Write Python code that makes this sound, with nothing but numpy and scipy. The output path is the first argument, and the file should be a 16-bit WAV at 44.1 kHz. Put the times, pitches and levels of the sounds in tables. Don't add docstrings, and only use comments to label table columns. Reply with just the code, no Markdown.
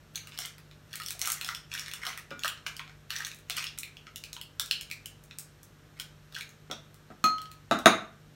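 import sys
import numpy as np
from scipy import signal
from scipy.fft import rfft, irfft
from scipy.io import wavfile
from scipy.ndimage import uniform_filter1d

SR = 44100
rng = np.random.default_rng(int(sys.argv[2]) if len(sys.argv) > 2 else 0)


def boost_factor(decibels):
    exponent = np.asarray(decibels, float) / 20
    return 10 ** exponent


def wrap_up_sound(samples):
    columns = np.atleast_2d(samples).T
    tamed = np.clip(columns, -1, 1)
    steps = np.round(tamed * 32767).astype(np.int16)
    wavfile.write(sys.argv[1], SR, steps)


N = 368227

# frequency in Hz, level in dB per Hz.
HISS_SPECTRUM = [(15, -40.5), (25, -2.5), (154, -5.5), (245, -10), (445, -18), (1010, -21), (1250, -18.5),
                 (1600, -18.5), (2150, -24), (2980, -25), (10400, -33), (14000, -28), (15200, -37),
                 (16500, -64.5)]
# multiple of the mains frequency, level in dB.
HUM_HARMONICS = [(1, -65.5), (2, -63.5), (3, -58.5), (6, -81), (7, -76), (8, -77.5), (9, -74.5), (10, -78),
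                 (12, -76), (13, -89.5)]

# hardest moment in seconds, pressure in dB, press in seconds,
# drag in seconds, brightness in dB.
STROKES = [(.164, -44, 0.031, 0.033, 12), (.46, -40, 0.26, 0.021, -13), (.934, -51, 0.09, 0.32, -7),
           (1.296, -30, 0.11, 0.036, 4), (1.496, -39, 0.17, 0.056, 2), (1.722, -42, 0.03, 0.49, -16),
           (2.072, -31.5, 0.053, 0.056, -1), (2.456, -36, 0.078, 0.029, 2), (2.66, -51, 0.0044, 0.18, -13),
           (3.104, -35, 0.013, 0.17, 0), (3.5, -38.5, 0.018, 0.065, 1), (3.574, -30, .025, 0.057, -6),
           (6.008, -43.5, 0.061, 0.033, -11), (6.358, -44, 0.057, 0.1, -13)]
# frequency in Hz, level in dB per Hz.
CUP_SPECTRUM = [(240, -59.5), (800, -5), (1870, 1.5), (2150, 1), (3320, -7.5), (4980, -6), (5730, -6),
                (7580, -12), (11700, -9.5), (15700, -10), (16500, -30.5)]

# start in seconds,
# crack peak in dB, ringing panel in Hz, fizz in dB.
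FURTHER_SNAPS = [(.1495, -37.5, 3030, -13), (.458, -40.5, 2130, 14.5), (.5824, -40, 4700, 0),
                 (.7133, -43, 4000, -10), (.9387, -31, 1790, -1), (1.7301, -31, 2600, -12),
                 (1.8673, -43, 1770, -14), (2.1298, -33, 1750, -18), (2.576, -41, 2960, -22),
                 (3.347, -49.5, 3740, 14), (3.3885, -48, 6800, 8), (3.595, -29, 3570, -16),
                 (3.6262, -31.5, 2500, -3), (2.878, -41, 2370, -20), (3.778, -36, 2380, 1),
                 (3.8784, -45, 2400, -19), (4.9013, -38, 2470, 0), (5.239, -59, 6160, 21),
                 (5.3977, -40, 7350, 13), (5.632, -49, 6250, 15), (6.325, -43, 3700, -2),
                 (6.4925, -44, 6500, 3.5), (2.3071, -36, 2870, -7.5), (6.9442, -55, 5850, 16),
                 (7.3607, -48, 4240, -11), (7.3834, -32, 3180, -9), (7.4172, -38, 4300, 4.5),
                 (7.457, -39.5, 3120, -12), (7.516, -41, 4220, 3), (7.7895, -34.5, 3700, 4.5)]
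# start in seconds, crack peak in dB, ringing panel in Hz, fizz in dB.
RIB_SNAPS = [(.1579, -22.5, 6300, -2), (.377, -29.5, 4970, -2), (.452, -27, 4650, -23),
             (.9568, -29.5, 4100, 6.5), (1.0196, -31, 4630, 3), (1.0357, -36, 5400, 5),
             (1.0624, -26, 5640, 2), (1.0854, -27.5, 4600, 6.5), (1.194, -29.5, 6740, 5),
             (1.2162, -18.5, 5980, 5.5), (1.2577, -23, 6750, 5), (1.32, -33, 7100, 20),
             (1.4469, -24, 5060, -1), (1.4767, -39, 5100, 12), (1.549, -24, 5160, -3),
             (1.7396, -28, 5600, 7.5), (1.7957, -23, 5600, -4), (2.3938, -31.5, 6650, -6),
             (2.7671, -31, 4700, 1.5), (3.1643, -22.5, 5960, -4), (3.186, -39, 6500, 8),
             (3.2491, -23, 6200, -2), (3.3159, -30.5, 3804, -9), (3.7873, -32.5, 7040, 13.5),
             (4.331, -28.5, 6560, 2), (.4034, -32, 7110, 8), (4.6607, -36.5, 4240, 6.5),
             (5.3869, -33.5, 8430, 12.5), (6.3469, -35, 4300, -4), (6.3866, -36, 6100, 4)]
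# start in seconds, crack peak in dB, ringing panel in Hz, fizz in dB.
PANEL_CRACKS = [(.1764, -33, 2320, -17), (.931, -28.5, 3300, -3), (1.0005, -28, 1330, 0.5),
                (1.717, -27.5, 2550, -20), (1.778, -27.5, 2940, -4), (1.8825, -29, 1810, -1),
                (1.9149, -26.5, 2670, -3), (2.032, -34.5, 2130, -8), (2.0525, -33, 3240, 0),
                (2.4359, -20.5, 2970, -7), (2.48, -20, 3020, 1.5), (2.6692, -22, 2930, -7.5),
                (3.2682, -31.5, 1780, 4.5), (3.5066, -22.5, 3680, -9), (3.5687, -25, 3200, 3.5),
                (3.5834, -21, 2580, -9), (3.6422, -22.5, 2770, -3.5), (3.6685, -25, 3440, -18),
                (3.8331, -27.5, 2390, 1), (3.9698, -35.5, 3020, -11), (4.1599, -31.5, 2900, 7.5),
                (4.2389, -29.5, 2520, 0.5), (4.4142, -30, 3010, 0.5), (4.7119, -10, 2990, -10.5),
                (4.8115, -25.5, 3040, -1), (4.9137, -23, 2450, -3), (5.059, -29, 3060, 4.5),
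                (5.9993, -25, 3200, 1), (6.3513, -27, 3130, -10), (6.41, -27, 2300, -1)]
# start in seconds, crack peak in dB, ringing panel in Hz, fizz in dB.
WALL_BUCKLES = [(.2724, -36.5, 2800, 3), (.3212, -38, 2730, -16), (.3888, -24.5, 5580, 4.5),
                (4.5979, -17.5, 3720, 4.5), (.4434, -43, 2730, -4), (1.1072, -29, 3880, 12),
                (1.2221, -31, 5600, -8), (1.2504, -26, 2740, -5), (1.2746, -23.5, 1270, 10),
                (1.3019, -22.5, 6500, 7), (1.4128, -25, 2650, 1.5), (1.4894, -21, 1430, -15),
                (1.751, -27.5, 1770, -4), (1.9367, -25.5, 2860, 3.5), (2.0674, -24, 2960, -4),
                (2.1762, -30, 1830, 6), (2.4469, -21, 1300, -1), (2.458, -24.5, 1830, -2),
                (2.6652, -21, 1524, -23), (2.795, -28, 2400, -10), (2.896, -40.5, 1510, -20),
                (3.1056, -21.5, 2960, -5), (3.2056, -27.5, 1780, -7), (3.2222, -33, 1910, -13),
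                (3.4989, -24, 2650, 3.5), (3.5771, -28.5, 1400, -12), (4.069, -35.5, 2110, -30),
                (4.366, -32.5, 3070, -7), (5.311, -34, 2570, -22), (6.7135, -23.5, 3500, -9)]
# start in seconds,
# peak in dB, frequency in Hz.
LOW_BOOMS = [(.389, -46, 717), (1.15, -51, 695), (1.224, -46, 690), (1.275, -44, 685), (1.447, -50.5, 736),
             (2.068, -39.5, 704), (2.447, -41, 625), (2.667, -50.5, 620), (2.878, -56, 700),
             (3.2, -54, 830), (3.499, -44.5, 700), (3.577, -50, 620), (4.366, -49, 970),
             (4.596, -39.5, 1375), (6.0, -45.5, 1500), (7.714, -19, 695), (7.862, -13.5, 620),
             (2.8, -44.5, 1050), (4.069, -47.5, 1300), (7.864, -21, 380), (1.0, -46, 1240),
             (6.712, -36.5, 590)]

# start in seconds, peak in dB, brightness in dB, rattle length in seconds.
KNOCKS = [
    (2.312, -34.5, -6, 0.0056),
    (6.7, -36, -7, 0.019),
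    (6.712, -43.5, -14, 0.0017),
    (7.103, -43, -11, 0.012),
    (7.241, -24, -3, 0.007),
    (7.712, -11.5, 0.5, 0.0035),
    (7.8587, -1, 5, 0.0026),
]
# frequency in Hz, bandwidth in Hz, level in dB.
TABLE_MODES = [(218, 50, -14.5), (262, 45, 5), (340, 240, 7.5), (496, 180, -7), (620, 94, 2),
               (724, 39, 9.5), (895, 150, -0.5), (1256, 215, 9), (1516, 83, -1.5), (1940, 460, -3.5),
               (2550, 950, -9.5), (3680, 120, -4.5), (3814, 190, -3), (5060, 47, -16.5), (5750, 600, -28),
               (6500, 460, -13.5), (7660, 260, -45), (9100, 720, -19.5), (10200, 1400, -27),
               (11850, 360, -37.5), (15100, 1000, -32.5)]

# start in seconds, peak in dB.
DISH_TOUCH = [(2.313, -34.5)]
# frequency in Hz, level in dB, 60 dB decay time in seconds.
DISH_PARTIALS = [(554, -2, .16), (1437, 0, .4), (2358, -7, .22), (3537, -11, .14)]
# start in seconds, peak in dB.
BOWL_CLINK = [(7.241, -13.5)]
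# frequency in Hz, level in dB, 60 dB decay time in seconds.
BOWL_PARTIALS = [(1270, 0, .43), (2482, -12, .18), (2530, -22, .1), (4011, -26, .15), (4226, -11, .36),
                 (4268, -11, .1), (5986, -27, .1), (6438, -15, .17), (6500, -19, .1), (9092, -26, .07),
                 (12100, -28, .14)]

# delay in seconds, level in dB.
EARLY_ECHOES = [(.0066, -14), (.0108, -17), (.0162, -16), (.021, -16)]
# frequency in Hz, 60 dB decay time in seconds.
ROOM_DECAY = [(100, 0.6), (300, 0.3), (1000, 0.4), (3000, 0.34), (7000, 0.3), (15000, 0.18)]
# frequency in Hz, gain in dB.
MIC_RESPONSE = [(25, -14.5), (50, -0.5), (4300, 2.5), (4800, -1.5), (5400, 3), (9600, -1.5), (10500, -6),
                (11500, -2), (15000, -7), (15800, -1), (16100, -22.5), (17000, -31.5)]

HISS_DB, MAINS_HZ, MIC_EDGE_HZ = -58, 50.1, 17000
PRESS_DB, SAG_DB, LIFT_DB, LIFT_S = 24, 16.5, 16, 0.087
BUCKLE_THUD_DB, CRACK_THUD_DB, RIB_THUD_DB, FURTHER_THUD_DB = -0.5, -32, -21, -0.5
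SMALL_PANEL_HZ = 3800
WIDER, NARROWER, NEIGHBOUR_SPREAD = 0.628, 1.419, 0.13
RING_S, LOW_RINGS_LONGER = 0.00058, 0.53
BOOM_S, WALL_HZ = 0.0018, 1050
CLINK_FIZZ_DB = -24
SHIFT_PER_S = 1.3


def evened(x):
    return x / np.sqrt(np.mean(x ** 2, axis=-1, keepdims=True) + 1e-20)


def peaked(x, db):
    return boost_factor(db) * x / np.abs(x).max()


def read(points, hz):
    f, value = np.transpose(points)
    return np.interp(np.log(hz + 1), np.log(f + 1), value)


def add(mix, s, sound):
    part = mix[round(s * SR):][:len(sound)]
    part += sound[:len(part)]


def band(x, lo_hz, hi_hz):
    return signal.sosfilt(signal.butter(2, [lo_hz, hi_hz], "band", fs=SR, output="sos"), x)


def coloured(x, gain):
    hz = np.fft.rfftfreq(x.shape[-1], 1 / SR)
    return irfft(rfft(x) * gain(hz), x.shape[-1])


def burst(noise, decay):
    t = np.arange(len(noise)) / SR
    envelope = t * np.exp(-t / decay)
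    for _ in range(3):
        z = rfft(noise * envelope)
        noise = irfft(z / np.abs(z + 1e-12) ** .5) / (envelope + 1e-5)
        noise = np.clip(noise / np.median(np.abs(noise[:60])), -4, 4)
    return noise * envelope


def floor():
    t = np.arange(N) / SR
    noise = coloured(rng.standard_normal(N), lambda hz: boost_factor(read(HISS_SPECTRUM, hz)))
    hiss = boost_factor(HISS_DB - 1.5) * evened(noise)
    wavers = evened(uniform_filter1d(rng.standard_normal((len(HUM_HARMONICS), N)), size=9000))
    hum = np.zeros(N)
    for (k, db), waver in zip(HUM_HARMONICS, wavers):
        hum += boost_factor(db + 1.0 + 1.73 * waver) * np.sin(2 * np.pi * k * MAINS_HZ * t + 0.59 * waver)
    return hiss + hum


def scrape():
    t = np.arange(N) / SR
    size = boost_factor(3.3 * np.minimum(rng.exponential(1, N), 4))
    happens = rng.random(N) < 900 / SR
    slips = size * happens * rng.standard_normal(N)
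    hz, _, z = signal.stft(slips, SR, nperseg=256)
    panels = uniform_filter1d(rng.standard_normal(z.shape), size=4, axis=0)
    panels = uniform_filter1d(panels, size=9, axis=1)
    panels *= 4.5 / panels.std()
    cup_db = panels + read(CUP_SPECTRUM, hz)[:, None]
    dull = evened(signal.istft(z * boost_factor(cup_db), SR, nperseg=256)[1][:N])
    bright = band(dull, 8400, 22000)
    out = np.zeros(N)
    for s, db, press, drag, bright_db in STROKES:
        times = [s - press, s, s + drag, s + drag + LIFT_S]
        drops = [PRESS_DB, 0, SAG_DB, SAG_DB + LIFT_DB]
        level = db - np.interp(t, times, drops, left=150, right=150)
        out += boost_factor(level - 7) * (dull + (boost_factor(bright_db) - 1) * bright)
    return band(out, 1120, 20000)


def panel(hz):
    t = np.arange(512) / SR
    return np.sin(2 * np.pi * hz * t) * t * np.exp(-t / RING_S * (hz / 3000) ** LOW_RINGS_LONGER)


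def snaps():
    out = np.zeros(N)
    kinds = [(FURTHER_SNAPS, FURTHER_THUD_DB), (RIB_SNAPS, RIB_THUD_DB),
             (PANEL_CRACKS, CRACK_THUD_DB), (WALL_BUCKLES, BUCKLE_THUD_DB)]
    rows = [(*row, thud_db) for table, thud_db in kinds for row in table]
    noise = rng.standard_normal((len(rows), 3, 512))
    for (s, db, hz, fizz_db, thud_db), (grit, sand, luck) in zip(rows, noise):
        ratio = WIDER if hz > SMALL_PANEL_HZ else NARROWER
        second_hz = hz * ratio * np.exp(NEIGHBOUR_SPREAD * luck[0])
        crack = burst(grit, decay=0.00059)
        hiss = burst(sand, decay=0.00045)
        body = peaked(panel(hz), -6.0) + peaked(panel(second_hz), -9.5)
        body += peaked(band(crack, 1990, 5800), -5.5)
        thud = peaked(band(band(crack, 490, 2330), 1236, 2750), thud_db - 6)
        fizz = peaked(band(hiss, 7030, 17100), fizz_db)
        add(out, s - .0008, boost_factor(db) * (body + thud + fizz))
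    return band(out, WALL_HZ, 20000)


def booms():
    out, t = np.zeros(N), np.arange(1024) / SR
    for s, db, hz in LOW_BOOMS:
        cycles = np.sin(2 * np.pi * hz * t) * t * np.exp(-t / BOOM_S)
        add(out, s, peaked(cycles, db))
    return out


def knocks():
    out, t = np.zeros(N), np.arange(4096) / SR
    noise = rng.standard_normal((len(KNOCKS), 4096))
    for (s, db, bright_db, rattle_s), rough in zip(KNOCKS, noise):
        blow = peaked(burst(rough, decay=0.000474), 0) + 0.091 * rough * np.exp(-t / rattle_s)
        blow = blow + .45 * np.roll(blow, 405)
        body = np.zeros(4096)
        for hz, width, top_db in TABLE_MODES:
            mode = np.exp(-np.pi * width * t) * np.sin(2 * np.pi * hz * t)
            body += boost_factor(top_db + bright_db * np.log2(hz / 1000) / 2) * width * mode
        knock = signal.fftconvolve(blow, body)[:4096]
        knock = band(band(knock, 170, 19500), 170, 19500)
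        add(out, s - .0005, peaked(knock, db))
    return out


def ring(partials):
    t = np.arange(SR // 2) / SR
    return sum(boost_factor(db - 60 * t / t60) * np.sin(2 * np.pi * hz * t) for hz, db, t60 in partials)


def glass():
    rings, tick = np.zeros(N), np.zeros(N)
    touch_s, touch_db = DISH_TOUCH[0]
    clink_s, clink_db = BOWL_CLINK[0]
    add(rings, touch_s, peaked(ring(DISH_PARTIALS), touch_db - 1))
    add(rings, clink_s, peaked(ring(BOWL_PARTIALS), clink_db - 1))
    contact = burst(rng.standard_normal(512), decay=0.00037)
    fizz = burst(rng.standard_normal(512), decay=0.0008)
    add(tick, clink_s, peaked(band(contact, 1400, 7500), -17.5))
    add(tick, clink_s, peaked(band(fizz, 12200, 16000), CLINK_FIZZ_DB))
    return rings, tick


def room(x):
    taps = np.zeros(SR // 2)
    at = np.arange(240, SR // 2 - 20, 12)
    taps[at + rng.integers(0, 12, len(at))] = rng.choice([-1., 1.], len(at))
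    early_lift = 1 + 0.54 * np.exp(-np.arange(SR // 2) / SR / .03)
    hz, t, z = signal.stft(taps * early_lift, SR, nperseg=256)
    decay = boost_factor(-60 * t / read(ROOM_DECAY, hz)[:, None])
    tail = signal.istft(z * decay, SR, nperseg=256)[1]
    tail *= boost_factor(-2.0) / np.linalg.norm(tail)
    near = np.arange(24, 230, 9)
    tail[near] += rng.choice([-1., 1.], len(near)) * boost_factor(-11 - 3300 * near / SR)
    for s, db in EARLY_ECHOES:
        tail[round(s * SR)] += boost_factor(db)
    return signal.fftconvolve(x, tail)[:N]


def scene():
    background = floor()
    cup = scrape() + snaps() + booms()
    table = knocks()
    rings, tick = glass()
    struck = cup + tick + boost_factor(3.0) * table + boost_factor(-10.5) * rings
    turn = 2 * np.pi * SHIFT_PER_S * np.arange(N) / SR
    wet = np.zeros(N)
    for k in range(3):
        wet += room(struck * np.sqrt(2 / 3) * np.cos(turn + k * np.pi / 3))
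    return (cup + table + rings + tick + wet + background)[None]


def roll_off(x):
    return signal.sosfilt(signal.butter(12, 16980, fs=SR, output="sos"), x)


def record(dry):
    power_db = 10 * np.log10(abs(uniform_filter1d(dry[0] ** 2, size=400)) + 1e-12)
    fall = np.arange(N) * 30 / SR
    held_db = np.maximum.accumulate(power_db + fall) - fall
    over_db = np.maximum(held_db + 20, 0)
    late = signal.lfilter([.002], [1, -.998], over_db)
    ducked = dry / boost_factor(.25 * late)
    heard = coloured(ducked, lambda hz: boost_factor(read(MIC_RESPONSE, hz)) * (hz < MIC_EDGE_HZ))
    return roll_off(heard)


dry = scene()
out = record(dry)
wrap_up_sound(out)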